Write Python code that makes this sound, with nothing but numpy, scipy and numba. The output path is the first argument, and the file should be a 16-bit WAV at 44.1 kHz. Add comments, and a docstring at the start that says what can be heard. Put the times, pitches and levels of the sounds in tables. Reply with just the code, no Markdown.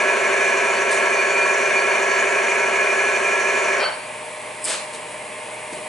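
"""First comes a steady growl and grind with small squeaks: a motor spins a test bearing in an oil bath,
pressed down by a lever with iron weights, in a small workshop. The wavy race (the track the rollers run
on) shakes the housing and makes it ring. Near 3.8 s the load comes off: the contact softens, there is a
brief squeal and rattle, and the motor is left idling. Then a weight clicks, scrapes off the stack and is
put down with a soft knock."""
import sys
import numpy as np
from scipy import signal
from scipy.fft import rfft, irfft, next_fast_len
from scipy.io import wavfile
from numba import njit

SR = 44100
rng = np.random.default_rng(int(sys.argv[2]) if len(sys.argv) > 2 else 0)


def log_audio(samples):
    """Write samples as a 16-bit WAV file to the path given in sys.argv[1]."""
    # one column per channel
    frames = np.atleast_2d(samples).T
    # limit to full scale, then quantise
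    limited = np.clip(frames, -1, 1)
    pcm = np.round(limited * 32767).astype(np.int16)
    wavfile.write(sys.argv[1], SR, pcm)


N = 259303
TIME = np.arange(N) / SR
SIZE = next_fast_len(N + 4096)
HZ = np.maximum(np.arange(SIZE // 2 + 1) * SR / SIZE, 1)

# In the tables, relative_db only compares rows of one table; fade_ms is the time to fall by 60 dB.
# waves in the race: waves_per_turn, relative_db
RACE_WAVES = [(29, -42.5), (30, -42.7), (31, -40.9), (32, -32.7), (34, -39.7), (35, -43.5), (39, -39.8),
              (44, -35.7), (45, -42.2), (47, -37.7), (49, -39.1), (50, -41.6), (52, -43.1), (54, -39.2),
              (57, -40.5)]
# pitches at which housing and lever ring: pitch_hz, width_hz, relative_db
HOUSING_RINGS = [(238, 91, -24.6), (412, 86, -14.4), (545, 43, -12.2), (605, 28, -8.2), (682, 81, -10.4),
                 (809, 49, -15.9), (957, 108, -10.5), (1113, 83, -11.2), (1274, 107, -14.2),
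                 (1512, 61, -13.1), (1619, 65, -11.0), (1697, 30, -2.5), (1739, 32, -7.2),
                 (1802, 51, -15.1), (2172, 599, -14.2), (2194, 22, -9.3), (2275, 55, -9.5),
                 (2410, 45, -3.7), (2564, 119, -15.3), (2876, 550, -22.8), (3581, 251, -29.2),
                 (4247, 557, -30.8), (6901, 51, -18.3), (7520, 83, -22.8), (8569, 232, -28.0)]
# the sharpest rings, which sing on under load: pitch_hz, relative_db
SINGING_TONES = [(960.4, -20), (1070.7, -16), (1107.5, -20), (1354.5, -14.5), (1518.5, -19), (1604.8, -20),
                 (1631.8, -17.5), (1690, -10.3), (1903, -17), (2402, -14), (6896, -31), (7526, -35)]
# squeaks as the race sticks and slips: start_s, length_s, level_db
RACE_SQUEAKS = [(.695, .085, -39), (.86, .1, -45), (1.02, .06, -45), (1.13, 0.33, -42), (1.6, .05, -47),
                (1.745, .07, -41), (1.875, .06, -42), (2.067, .11, -41), (3.133, .04, -44),
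                (3.785, 0.04, -35), (3.805, .065, -29), (3.895, .035, -39), (3.968, .07, -52)]
# rings of the cage that loose rollers rattle against: pitch_hz, width_hz, relative_db
CAGE_RINGS = [(620, 200, 0.5), (1020, 490, -3.5), (1310, 110, -2), (1535, 52, 6), (1750, 750, -12),
              (2280, 780, -10), (3070, 220, -4.5), (4030, 320, -14.5), (5200, 1400, -22)]
# tone colour of the scraping weight: pitch_hz, relative_db
SCRAPE_COLOUR = [(71, -41), (120, -19), (182, -32), (246, -3.5), (468, -4.5), (645, 2), (780, -7), (942, 0),
                 (1400, -1.5), (4520, -3), (5680, -8), (8280, -3), (11000, -13), (14300, -41),
                 (22000, -120)]
# iron clicking on iron: start_s, level_db, fade_ms
IRON_CLICKS = [(4.6425, -14, 9), (4.648, -18.5, 30), (4.6525, -22, 27)]
# rings of the iron: pitch_hz, width_hz, relative_db
IRON_RINGS = [(5100, 600, -7.5), (8280, 1300, 1.5), (9000, 570, -2), (9800, 1000, -3.5)]
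# a sleeve brushing past: start_s, level_db, fade_ms
SLEEVE_BRUSHES = [(.905, -25, 420), (4.93, -31, 290), (5.72, -35.5, 500)]
# tone colour of the cloth: pitch_hz, relative_db
CLOTH_COLOUR = [(60, -20), (220, 1), (1000, -12), (4000, -1.5), (6000, -8), (8500, 2.5), (11000, -6)]
# the weight meeting the bench: start_s, level_db, fade_ms
BENCH_KNOCKS = [(5.722, -34.5, 250), (5.77, -37, 180)]
# rings of the bench: pitch_hz, width_hz, relative_db
BENCH_RINGS = [(100, 60, -12), (190, 120, -6), (380, 340, 0)]
# tones of the motor's whine: pitch_hz, level_db
WHINE_TONES = [(471.4, -53.5), (600.3, -44.5), (618.3, -43.5), (919.7, -46), (1058, -52), (1673, -53.5),
               (1733, -61), (1954, -51), (2127, -51), (2550, -56)]
# tone colour of the cooling fan and free-running shaft: pitch_hz, relative_db
FAN_COLOUR = [(25, -33), (100, -19), (200, -9), (330, -10.5), (450, -2.5), (640, -4), (790, -3),
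              (970, -1.5), (1370, -11.5), (1900, -8.5), (2270, -3.5), (3200, -13), (4300, -19.5),
              (6200, -24)]
# tone colour of the fine hiss over the motor: pitch_hz, relative_db
HISS_COLOUR = [(3000, -35), (6000, -17), (7200, -2), (8600, -0.5), (9350, 2.5), (9800, -0.5), (10300, -1),
               (11000, -8.5)]

SHAFT_HZ = 12.345  # turns a second
SLACK_S, SLACK_LENGTH_S = 3.78, 0.051  # when and how long the rollers come loose as the lever lifts


def bearing():
    """Waves in the race growl in step with the shaft; roughness makes the housing grind and sing."""
    # both quieten slowly as the bearing runs in, and stop when the load goes
    growl_gain = undb(-24.5 - 0.45 * TIME) * load() ** 0.62
    grind_gain = undb(-19.5 - 0.29 * TIME) * load() ** 1.6
    slack_gain = undb(-33) * stroke(SLACK_S, SLACK_LENGTH_S, attack_s=.06, fade_s=1.3)
    waves = sum(undb(db) * tone(per_turn * SHAFT_HZ, 0.039, 3.7) for per_turn, db in RACE_WAVES)
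    force = rolling_force(repeat_below_hz=1110, throb=0.063, chatter=0.083, flutter_db=0.42)
    ring = shape(force, resonances(HOUSING_RINGS) * ripple(depth_db=2.0, lag_s=0.037))
    low_ring = shape(ring, 1 / (1 + (HZ / 780) ** 12))
    growl = level(level(waves) + level(low_ring, -4.0))
    singing = sum(undb(db + 2 * walk(6.9)) * tone(hz, hz / 700, 11.5) for hz, db in SINGING_TONES)
    grind = level(level(ring - low_ring) + level(singing, -4.5))
    return growl * growl_gain + grind * np.hypot(grind_gain, slack_gain)


def rolling_force(repeat_below_hz, throb, chatter, flutter_db, high_spot_s=.008):
    """Push on the rollers: coarse bumps come round every three turns, fine roughness is always new."""
    bumps = np.resize(noise()[:round(3 * SR / SHAFT_HZ)], N)
    repeat_share = 1 / (1 + (HZ / repeat_below_hz) ** 2)
    force = shape(bumps, np.sqrt(repeat_share)) + shape(noise(), np.sqrt(1 - repeat_share))
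    # an off-centre, oval race presses harder once and twice a turn, its bulges five times
    angle = 2 * np.pi * SHAFT_HZ * (TIME - high_spot_s)
    pressure = 1 + throb * (np.cos(angle) + np.cos(2 * angle)) + chatter * np.cos(5 * angle)
    return force * pressure * undb(flutter_db * walk(6.2))


def load(half_gone_s=3.835, ease_s=.018):
    """Share of the weights that presses on the bearing: 1, then smoothly to 0 as the lever lifts."""
    return (1 - np.tanh((TIME - half_gone_s) / (2 * ease_s))) / 2


def oily_contact(loaded_hz=6030, free_hz=1100):
    """The oily contact is a spring: as the load leaves it softens, so its ring sinks, swells and ends."""
    pitch_hz = free_hz + (loaded_hz - free_hz) * load()
    swing = undb(-37.5) * load() * (loaded_hz / pitch_hz) ** 2.1
    force = rolling_force(repeat_below_hz=5000, throb=0.11, chatter=.04, flutter_db=0.83)
    force = shape(force, ripple(depth_db=3.0, lag_s=0.028))
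    ring = sweep(sweep(force, pitch_hz, .25), pitch_hz, .25) / np.sqrt(pitch_hz)
    return level(ring) * swing


def squeal(pitch_hz=4462, between_db=-51):
    """The race sticks and slips in squeaks; between them it sings faintly as long as it is loaded."""
    squeaks = [undb(db) * stroke(start_s, length_s, attack_s=.03, fade_s=.11)
               for start_s, length_s, db in RACE_SQUEAKS]
    slip = np.maximum(np.max(squeaks, axis=0), undb(between_db) * load())
    return tone(pitch_hz, wander_hz=6.6, rate_hz=45) * slip * undb(1.6 * walk(27))


def roller_rattle():
    """Loose rollers rattle in their cage as the lever lifts."""
    slack_gain = undb(-19.5) * stroke(SLACK_S, SLACK_LENGTH_S, attack_s=.05, fade_s=.48)
    return level(shape(rough_noise(2, rate_hz=200), resonances(CAGE_RINGS))) * slack_gain


def weight_off_stack():
    """An iron weight clicks free and scrapes off the stack, its edge ringing."""
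    slide = undb(-24.5) * stroke(start_s=4.645, length_s=0.088, attack_s=0.047, fade_s=0.4)
    edge = undb(-27.5) * stroke(start_s=4.605, length_s=.1, attack_s=.075, fade_s=.21)
    scrape = level(shape(rough_noise(0.8, rate_hz=500), colour(SCRAPE_COLOUR)))
    iron = level(shape(noise(), resonances(IRON_RINGS)))
    return scrape * slide + iron * (bursts(IRON_CLICKS, rise_s=0.00063) + edge)


def sleeve():
    """Cloth brushes past in short rustles."""
    rustle = level(shape(rough_noise(2.0, rate_hz=250), colour(CLOTH_COLOUR)))
    return rustle * bursts(SLEEVE_BRUSHES, rise_s=0.0042)


def bench_knock():
    """The weight is put down and the bench answers with a soft, low knock."""
    return level(shape(noise(), resonances(BENCH_RINGS))) * bursts(BENCH_KNOCKS, rise_s=.003)


def motor():
    """The motor runs throughout: a hum and a wavering whine over fan noise and a fine hiss."""
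    whine = sum(undb(db + 2 * walk(15)) * tone(hz, hz / 450, 16.1) for hz, db in WHINE_TONES)
    fan = shape(rough_noise(0.33, rate_hz=40), colour(FAN_COLOUR) * ripple(depth_db=2.0, lag_s=0.033))
    hiss = shape(rough_noise(0.58, rate_hz=16), colour(HISS_COLOUR) * ripple(depth_db=2.5, lag_s=0.016))
    return mains_hum() + whine + level(fan, -34.5) + level(hiss, -41.5)


def mains_hum(mains_hz=60.02, beat_hz=2.12, dip_s=2.47):
    """Magnetic hum at twice the mains rate throbs against a weaker drone just below it."""
    angle = 2 * np.pi * (rng.random() + 2 * mains_hz * TIME)
    beat = 2 * np.pi * beat_hz * (TIME - dip_s)
    throbbing = np.sqrt(2) * (np.sin(angle) - undb(-10) * np.sin(angle - beat))
    low_tone = undb(-25) * tone(mains_hz, wander_hz=.1, rate_hz=3)
    return (throbbing + low_tone) * undb(-58)


def room(x, decay_s, echo_db, lag_s):
    """Echoes from the walls differ left and right, and the machine stands a little to the left."""
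    echoes = rfft(noise() * np.exp(-TIME / decay_s), SIZE)
    echoes /= np.sqrt(np.mean(abs(echoes) ** 2))
    walls = echoes * undb(echo_db) * HZ / np.hypot(HZ, 200)
    # low and middle pitches reach the left side first
    lead = np.exp(1j * np.pi * HZ * lag_s / (1 + (HZ / 1000) ** 2))
    return np.array([shape(x, lead + walls), shape(x, 1 / lead - walls)])


def ripple(depth_db, lag_s):
    """Early echoes put close, uneven peaks and dips in the tone colour, sparing the low pitches."""
    comb = rfft(noise() * (TIME < lag_s), SIZE).real
    return undb(depth_db * level(comb) * HZ / np.hypot(HZ, 600))


def undb(db):
    """Turn decibels into a gain to multiply by."""
    return 10 ** (np.asarray(db) / 20)


def level(x, db=0):
    """Set the average (rms) level."""
    return x * undb(db) / np.sqrt(np.mean(x ** 2))


def noise():
    """White noise: an even hiss."""
    return rng.standard_normal(N)


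def rough_noise(depth_db, rate_hz):
    """Noise whose level flickers at random."""
    return noise() * undb(depth_db * walk(rate_hz))


def shape(x, gain):
    """Filter a sound with one gain for each frequency in HZ."""
    return irfft(rfft(x, SIZE) * gain, SIZE)[:N]


def colour(points):
    """Filter gains that join up (pitch_hz, relative_db) points."""
    hz, db = np.transpose(points)
    return undb(np.interp(np.log(HZ), np.log(hz), db))


def resonances(rings):
    """Filter gains with a steep peak at each pitch where an object rings."""
    power = 0
    for hz, width_hz, db in rings:
        off_pitch = (HZ / hz - hz / HZ) * hz / width_hz
        power += undb(db) ** 2 / (1 + off_pitch ** 2) ** 2
    return np.sqrt(power)


def walk(rate_hz):
    """A smooth random wobble of typical size 1, turning about rate_hz times a second."""
    return level(shape(noise(), 1 / (1 + (HZ / rate_hz) ** 4)))


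def tone(hz, wander_hz, rate_hz):
    """A pure tone of rms level 1 whose pitch wanders."""
    pitch_hz = hz + wander_hz * walk(rate_hz)
    return np.sqrt(2) * np.sin(2 * np.pi * (rng.random() + np.cumsum(pitch_hz) / SR))


def bursts(events, rise_s):
    """Loudness over time of blows that swell quickly and die away."""
    total = 0
    for start_s, db, fade_ms in events:
        age = np.maximum(TIME - start_s, 0)
        fall_db = 60 * age * 1000 / fade_ms
        total += undb(db - fall_db) * (1 - np.exp(-age / rise_s))
    return total


def stroke(start_s, length_s, attack_s, fade_s):
    """Loudness over time of a rub: it builds up and, after length_s, falls 60 dB every fade_s."""
    age = TIME - start_s
    fall_db = 60 * np.maximum(age - length_s, 0) / fade_s
    return np.clip(age / attack_s, 0, 1) * undb(-fall_db)


@njit
def sweep(x, hz, damping):
    """A filter that lets through a band around a moving pitch (state-variable band-pass)."""
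    y, band_state, low_state = np.empty(len(x)), 0., 0.
    for i in range(len(x)):
        tuning = np.tan(np.pi * hz[i] / SR)
        band = (band_state + tuning * (x[i] - low_state)) / (1 + tuning * (tuning + damping))
        band_state = 2 * band - band_state
        low_state += 2 * tuning * band
        y[i] = damping * band
    return y


def scene():
    """The bearing, the hands at work and the motor, together in the room."""
    machine = bearing() + oily_contact() + squeal() + roller_rattle()
    hands = weight_off_stack() + sleeve() + bench_knock()
    return room(machine + hands + motor(), decay_s=0.05, echo_db=-9.5, lag_s=0.00015)


def record(dry):
    """Cut away the highest treble."""
    top_hz = 11050
    return signal.sosfilt(signal.ellip(12, .1, 80, top_hz, fs=SR, output="sos"), dry)


dry = scene()
out = record(dry)
log_audio(out)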